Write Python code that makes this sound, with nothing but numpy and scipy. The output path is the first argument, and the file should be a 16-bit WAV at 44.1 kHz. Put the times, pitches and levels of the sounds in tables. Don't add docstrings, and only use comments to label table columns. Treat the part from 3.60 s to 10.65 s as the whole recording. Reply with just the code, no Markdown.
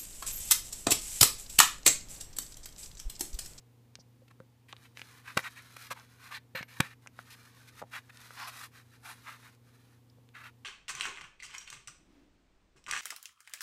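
import sys
import numpy as np
from scipy import signal
from scipy.fft import rfft, irfft, next_fast_len
from scipy.io import wavfile
from scipy.ndimage import map_coordinates

SR = 44100
rng = np.random.default_rng(int(sys.argv[2]) if len(sys.argv) > 2 else 0)


def dump(signal):
    limited = np.clip(np.atleast_2d(signal).T, -1, 1)
    pcm = np.round(limited * 32767).astype(np.int16)
    wavfile.write(sys.argv[1], SR, pcm)


N = 310797
TIME = np.arange(N) / SR

# (frequency [Hz], relative level [dB])
HISS_SPECTRUM = [(500, -26), (2000, -13.5), (3500, 1), (5200, 0.5), (7200, -3), (8800, -3.5), (10000, -3.5),
                 (13000, -5), (15200, -8.5)]
# (frequency [Hz], bandwidth [Hz], relative gain [dB])
CUP_MODES = [(1789, 63, 4.5), (2135, 39, -4), (2400, 80, -5.5), (3890, 110, -7), (4160, 87, -5),
             (4800, 68, -18), (6300, 100, -19)]
# (time of flat landing [s], lead of edge [s], level [dB],
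# edge pitch [Hz], flat pitch [Hz], relative thud [dB], relative snap [dB])
DROPS = [(1.7744, .0038, -11.5, 474, 1338, -8, -5), (3.2055, .0026, -10.5, 1724, 1367, -0.5, -1.5)]


def impacts():
    thud_hz, thud_lead_s, clack_hz, clack_db = 148, 0.0015, 8120, -3.5
    knocks, snaps, thuds = np.zeros((3, N))
    t = np.arange(SR // 8) / SR
    for time, db, hz, t60, snap_db, thud_db in blows():
        add(knocks, time, amp(db) * damped_sine(t, hz, t60))
        push = 2.3 * fade(t, t60=0.0051)
        grit = 0.82 * fade(t, t60=0.0033) * rng.standard_normal(len(t))
        low_hz = min(990 + hz / 2, 2200)
        add(snaps, time, amp(db + snap_db) * band(push + grit, low_hz, 8400))
        add(thuds, time - thud_lead_s, -amp(db + thud_db) * damped_sine(t, thud_hz, t60=0.022))
    for time, _, db, *_, snap_db in DROPS:
        add(snaps, time, amp(db + snap_db + clack_db) * damped_sine(t, clack_hz, t60=0.0019))
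    return tray(band(knocks, 300, 8200) + snaps, ring_db=-4) + band(thuds, 100, 900)


def blows():
    # (time [s], level [dB], pitch [Hz])
    taps = [(.3548, -33, 5600), (0.8026, -39.5, 1260), (1.1272, -31, 3530), (1.1306, -33, 1150),
            (1.166, -41.5, 3980), (1.3728, -30, 2800), (1.3945, -32.5, 2570), (1.417, -28, 2830),
            (1.7762, -12.5, 2660), (1.7795, -21, 970), (1.792, -20, 1910), (2.167, -32, 1490),
            (2.398, -39.5, 6170), (3.029, -26, 2060), (3.4622, -38, 1310), (3.473, -32.5, 2530),
            (3.5906, -27.5, 1480), (4.2173, -31, 760), (4.2216, -30.5, 1260), (4.2256, -27, 704),
            (4.238, -36.5, 750), (4.573, -39, 9100), (4.707, -34.5, 1480), (6.6899, -50, 3610)]
    # (pitch [Hz], relative snap [dB], relative thud [dB])
    hardness = [(604, -30, -10), (1200, -18, -20), (2500, -4.5, -36), (6000, -5, -37)]
    # (time [s], level [dB], t60 [s])
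    bumps = [(.3886, -43, 0.0058), (.619, -54.5, 0.033), (0.8026, -41, 0.026), (2.311, -41.5, 0.026),
             (2.95, -36, 0.041), (3.009, -33, 0.0036), (6.585, -49, 0.0078)]
    decay_cycles, boom_hz, edge_db = 7.6, 517, -6
    pitches, snaps_db, thuds_db = np.transpose(hardness)
    events = []  # (time [s], level [dB], pitch [Hz], t60 [s], relative snap [dB], relative thud [dB])
    for time, db, hz in taps:
        snap_db = np.interp(np.log(hz), np.log(pitches), snaps_db)
        thud_db = np.interp(np.log(hz), np.log(pitches), thuds_db)
        events.append((time, db, hz, decay_cycles / hz, snap_db, thud_db))
    events += [(time, db, boom_hz, t60, -29, 0.5) for time, db, t60 in bumps]
    for time, lead, db, edge_hz, flat_hz, thud_db, snap_db in DROPS:
        events.append((time - lead, db + edge_db, edge_hz, 0.008, -11, thud_db - edge_db))
        events.append((time, db, flat_hz, 0.0037, snap_db, -24))
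    return events


def rim_scrapes():
    pocket_q, pocket_db, detuning_db_per_octave = 1.8, -2, 31
    rasp_power, cup_power, hiss_power, pocket = np.zeros((4, N))
    friction = tray(slips(rate=3000, scatter_db=3), ring_db=-15)
    for start, peak, end, ease, db, pocket_hz, hiss_db in drags():
        span = slice(int(start * SR), int(end * SR))
        ramp = np.interp(TIME[span], [start, peak, end], [0, 1, 0])
        force = amp(db) * np.sin(np.pi / 2 * ramp) ** ease
        rasp_power[span] += force ** 2
        hiss_power[span] += (force * amp(hiss_db)) ** 2
        octaves_off = abs(np.log2(pocket_hz / CUP_MODES[0][0]))
        cup_power[span] += (force * amp(-detuning_db_per_octave * octaves_off)) ** 2
        drive = band(friction[span], pocket_hz / 1.46, pocket_hz * 1.65)
        tone = signal.lfilter(*signal.iirpeak(pocket_hz, pocket_q, fs=SR), drive)
        pocket[span] += amp(pocket_db) * force * unit(tone)
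    # (frequency [Hz], relative level [dB])
    rasp_spectrum = [(300, -37), (900, -3.5), (1400, -3), (1900, -1), (2600, -0.5), (3200, -9),
                     (4000, -9.5), (5000, -22.5), (7500, -24), (15000, -49)]
    catching = amp(1.4 * wobble(140))
    cup = amp(-5.5) * unit(resonate(slips(rate=2800, scatter_db=5), CUP_MODES))
    rasp = amp(-3.5) * coloured(tray(slips(rate=3000, scatter_db=3.5), ring_db=-11.5), rasp_spectrum)
    hiss = amp(2.5) * coloured(tray(slips(rate=11000, scatter_db=4.5), ring_db=-1), HISS_SPECTRUM)
    scraping = np.sqrt(rasp_power) * rasp + np.sqrt(cup_power) * cup + np.sqrt(hiss_power) * hiss
    return catching * (scraping + pocket)


def drags():
    # (peak time [s], length [s], level [dB], pocket [Hz], relative hiss [dB])
    strokes = [(.683, .012, -63, 2170, -6), (.712, 0.023, -61.5, 1200, -13),
               (1.255, .035, -61.5, 2100, -10), (1.395, 0.11, -60, 2180, -3),
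               (1.695, 0.12, -49, 1530, -12.5), (1.86, .075, -40.5, 1557, -14),
               (1.985, 0.079, -53.5, 1760, -10.5), (2.168, 0.011, -47, 1550, -2.5),
               (2.235, 0.163, -54.5, 1520, -2), (2.319, 0.038, -38, 1110, -8.5),
               (2.385, 0.093, -54.5, 980, -11), (2.66, 0.17, -55.5, 1300, -6),
               (2.727, 0.049, -44, 1220, -13), (2.758, .072, -46, 1720, -11), (3.03, 0.016, -47, 2110, -16),
               (3.17, .022, -54.5, 1710, -16), (3.322, 0.052, -55.5, 1750, -13),
               (3.728, 0.0725, -55.5, 1980, -1), (4.088, .045, -61, 2000, -1.5),
               (4.195, 0.068, -55, 1430, -4), (4.325, 0.034, -54, 1680, -6.5),
               (4.362, 0.09, -43, 1430, -12), (4.501, 0.021, -53, 1460, -15), (4.82, 0.141, -43, 1100, -14),
               (4.886, 0.0514, -47, 1050, -4.5), (4.97, 0.156, -53.5, 1200, -2.5),
               (5.033, 0.1, -50, 1260, -2.5), (5.173, 0.14, -60, 1500, -5.5),
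               (5.345, 0.081, -63.5, 1450, -5.5), (5.49, .14, -49, 1130, -6.5),
               (5.683, 0.057, -47.5, 1210, -30), (5.71, .16, -52.5, 1410, -8.5),
               (5.857, 0.11, -59, 1407, -15), (6.765, 0.06, -51.5, 1497, -18.5),
               (6.8, 0.082, -55.5, 1400, -13), (6.86, .105, -51, 1410, -14)]
    # (start [s], length [s], level [dB], pocket [Hz], relative hiss [dB])
    skids = [(1.082, 0.086, -57.5, 2250, -9), (1.77, .075, -45, 1400, -3.5),
             (2.948, 0.12, -39, 1765, -20.5), (3.079, 0.17, -59, 2000, -6.5),
             (3.206, 0.14, -48, 1740, -14.5)]
    rise_share, stroke_ease, skid_rise_s, skid_ease = 0.51, 1.46, 0.0043, 3
    chatters = [(time, 0.01, db - 16.5, hz, -12.5) for time, _, db, _, hz, *_ in DROPS]
    for peak, length, *sound in strokes + chatters:
        yield peak - rise_share * length, peak, peak + (1 - rise_share) * length, stroke_ease, *sound
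    for start, length, *sound in skids:
        yield start, start + skid_rise_s, start + length, skid_ease, *sound


def coin_ring():
    # (time [s], level [dB], t60 [s], relative level of twin mode [dB])
    rings = [(2.952, -47.5, .17, -33), (3.025, -73, .14, 14), (3.09, -68.5, 0.26, -16),
             (3.16, -66, .25, -17.5), (3.205, -54.5, 0.098, -8)]
    mode_hz, twin_hz = 13345, 12890
    out, t = np.zeros(N), np.arange(SR // 3) / SR
    for time, db, t60, twin_db in rings:
        modes = damped_sine(t, mode_hz, t60) + amp(twin_db) * damped_sine(t, twin_hz, t60)
        attack = 1 - fade(t, t60=0.02)
        add(out, time, amp(db) * attack * modes)
    return out * amp(2.5 * wobble(70))


def velvet_glide():
    # (start [s], end [s], level [dB])
    glides = [(1.12, 1.354, -70), (1.382, 1.673, -64.5), (1.626, 2.312, -64.5), (2.283, 2.8, -70),
              (3.066, 3.352, -61.5), (3.41, 3.486, -60.5), (3.51, 4.25, -67.5), (4.236, 4.575, -72),
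              (4.507, 5.107, -61.5), (5.098, 5.482, -76), (5.42, 5.975, -66.5), (5.991, 6.42, -76)]
    # (frequency [Hz], relative level [dB])
    murmur_spectrum = [(200, -16), (500, -12.5), (800, -6), (1200, 2.5), (1900, 0), (2600, -4.5),
                       (3200, -9), (4100, -11.5), (6000, -24.5), (15000, -29.5)]
    # (frequency [Hz], bandwidth [Hz], relative gain [dB])
    sheen_bands = [(3960, 160, -2), (6450, 110, -1.5), (9900, 330, -4)]
    attack_s, release_s = 0.096, 0.095
    speed = sum(amp(db) * np.clip(np.minimum((TIME - start) / attack_s, (end - TIME) / release_s), 0, 1)
                for start, end, db in glides)
    hiss = coloured(tray(slips(rate=13000, scatter_db=6), ring_db=-6.5), HISS_SPECTRUM)
    murmur = amp(1.5) * coloured(tray(slips(rate=4200, scatter_db=4), ring_db=-11), murmur_spectrum)
    caught_fibres = tray(slips(rate=110, scatter_db=5.5), ring_db=-3)
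    grit = amp(-9) * unit(band(caught_fibres, 1200, 12000))
    cup = amp(-8.5) * unit(resonate(slips(rate=3400, scatter_db=4), CUP_MODES))
    sheen = amp(-9) * unit(resonate(slips(rate=12000, scatter_db=4.5), sheen_bands))
    pressure = amp(1.8 * wobble(45))
    return speed * pressure * (hiss + sheen + murmur + grit + cup)


def skin_squeaks():
    # (peak time [s], half-width [s], pitch [Hz], level [dB])
    squeaks = [(0.405, 0.011, 5230, -59.5), (1.832, 0.013, 6500, -57.5), (2.759, 0.019, 3900, -48),
               (4.831, 0.056, 4800, -53), (4.885, 0.0081, 10950, -51.5), (5.008, 0.055, 9970, -63),
               (5.499, 0.052, 10000, -59.5), (6.501, 0.0028, 4490, -63)]
    out, t = np.zeros(N), np.arange(-SR // 8, SR // 8) / SR
    for time, half_width, hz, db in squeaks:
        chatter = unit(band(rng.standard_normal(len(t)), hz / 1.15, hz * 1.15))
        add(out, time + t[0], amp(db) * np.exp(-(t / half_width) ** 2) * chatter)
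    return out


def tray(x, ring_db):
    # (frequency [Hz], bandwidth [Hz], relative gain [dB])
    tray_modes = [(527, 26, 3), (1100, 36, -11), (1560, 60, -2.5), (1756, 11, -2.5), (1987, 78, -4.5),
                  (2320, 60, -8), (2390, 100, -1), (2810, 80, -5), (3813, 127, -2.5), (4120, 240, -9),
                  (5054, 48, -8), (5700, 120, -14), (6220, 80, -7), (8120, 180, -8), (9550, 150, -8.5),
                  (11630, 300, -1.5)]
    return x + amp(ring_db) * resonate(x, tray_modes)


def room(x, near_db, far_db):
    t = np.arange(SR // 3) / SR
    far = band(rng.standard_normal(len(t)), 200, 5000) * fade(t, t60=0.21) * (t > 0.006)
    out = x + amp(far_db) * signal.fftconvolve(x, far / np.linalg.norm(far))[:N]
    t, step = t[:SR // 16], SR // 8
    for start in range(0, N, step):
        near = band(rng.standard_normal(len(t)), 430, 5400) * fade(t, t60=0.023) * (t > 0.001)
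        scattered = signal.fftconvolve(x[start:start + step], near / np.linalg.norm(near))
        add(out, start / SR, amp(near_db) * scattered)
    return out


def background():
    # (frequency [Hz], relative level [dB])
    hum_tones = [(91.5, -78.5), (119.4, -61.5), (236.9, -73.5), (263.5, -74), (441, -87.5), (470, -81.5),
                 (517, -86)]
    # (frequency [Hz], relative level [dB])
    room_spectrum = [(500, -6), (620, -9.5), (900, -8), (1400, -16), (2200, -16), (3500, -18.5),
                     (6000, -23), (10000, -27), (15200, -26.5)]
    # (frequency [Hz], relative level [dB])
    rumble_spectrum = [(25, -20), (60, -5), (95, 2.5), (150, -4.5), (220, -5), (300, -5.5), (400, -10),
                       (520, -10.5), (700, -32)]
    sag_time, sag_half_width_s, sag_db = 0.97, 0.067, -4
    sag = amp(sag_db * np.exp(-((TIME - sag_time) / sag_half_width_s) ** 2))
    hum = np.zeros(N)
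    for hz, db in hum_tones:
        rms = amp(db + 0.25 * wobble(4.2))
        phase_drift = 0.15 * wobble(2)
        hum += rms * np.sqrt(2) * np.sin(2 * np.pi * hz * TIME + phase_drift)
    hiss = filtered(coloured(rng.standard_normal(N), room_spectrum), lambda hz: hz > 600)
    rumble = amp(-67.5) * coloured(rng.standard_normal(N), rumble_spectrum)
    return amp(-1.17) * sag * (hum + rumble) + amp(-75) * unit(hiss)


def slips(rate, scatter_db):
    happens = rng.random(N) < rate / SR
    return happens * np.sign(rng.standard_normal(N)) * amp(scatter_db * rng.standard_normal(N))


def resonate(x, modes):
    t = np.arange(SR // 10) / SR
    ring = np.zeros(len(t))
    for hz, width, db in modes:
        envelope = amp(db) * 2 * np.pi * width / SR * np.exp(-np.pi * width * t)
        ring += envelope * np.cos(2 * np.pi * hz * t)
    return signal.oaconvolve(x, ring)[:N]


def damped_sine(t, hz, t60):
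    return fade(t, t60) * np.sin(2 * np.pi * hz * t)


def fade(t, t60):
    return np.exp(-np.log(1000) * t / max(t60, 1e-4))


def wobble(rate):
    at = np.arange(0, N / SR * rate + 1, 1 / 8)
    knots = rng.standard_normal(int(at[-1]) + 4)
    return np.interp(TIME * rate, at, map_coordinates(knots, [at]))


def filtered(x, response):
    size = next_fast_len(N + SR // 2)
    return irfft(rfft(x, size) * response(np.fft.rfftfreq(size, 1 / SR)), size)[:N]


def coloured(x, spectrum):
    points_hz, db = np.transpose(spectrum)
    return unit(filtered(x, lambda hz: amp(np.interp(np.log(hz + 1), np.log(points_hz), db))))


def band(x, low_hz, high_hz):
    edges = [low_hz, min(high_hz, SR / 2 - 100)]
    return signal.sosfilt(signal.butter(2, edges, 'band', fs=SR, output='sos'), x)


def amp(db):
    return 10 ** (np.asarray(db) / 20)


def unit(x):
    return x / np.sqrt(np.mean(x ** 2) + 1e-20)


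def add(track, time, sound):
    part = track[max(round(time * SR), 0):][:len(sound)]
    part += sound[:len(part)]


def scene():
    handling = velvet_glide() + rim_scrapes() + impacts() + skin_squeaks() + coin_ring()
    return (room(handling, near_db=-13.5, far_db=-29) + background())[None]


def record(dry):
    cutoff_hz = 15400
    return np.array([filtered(x, lambda hz: hz < cutoff_hz) for x in dry])


dry = scene()
out = record(dry)
dump(out)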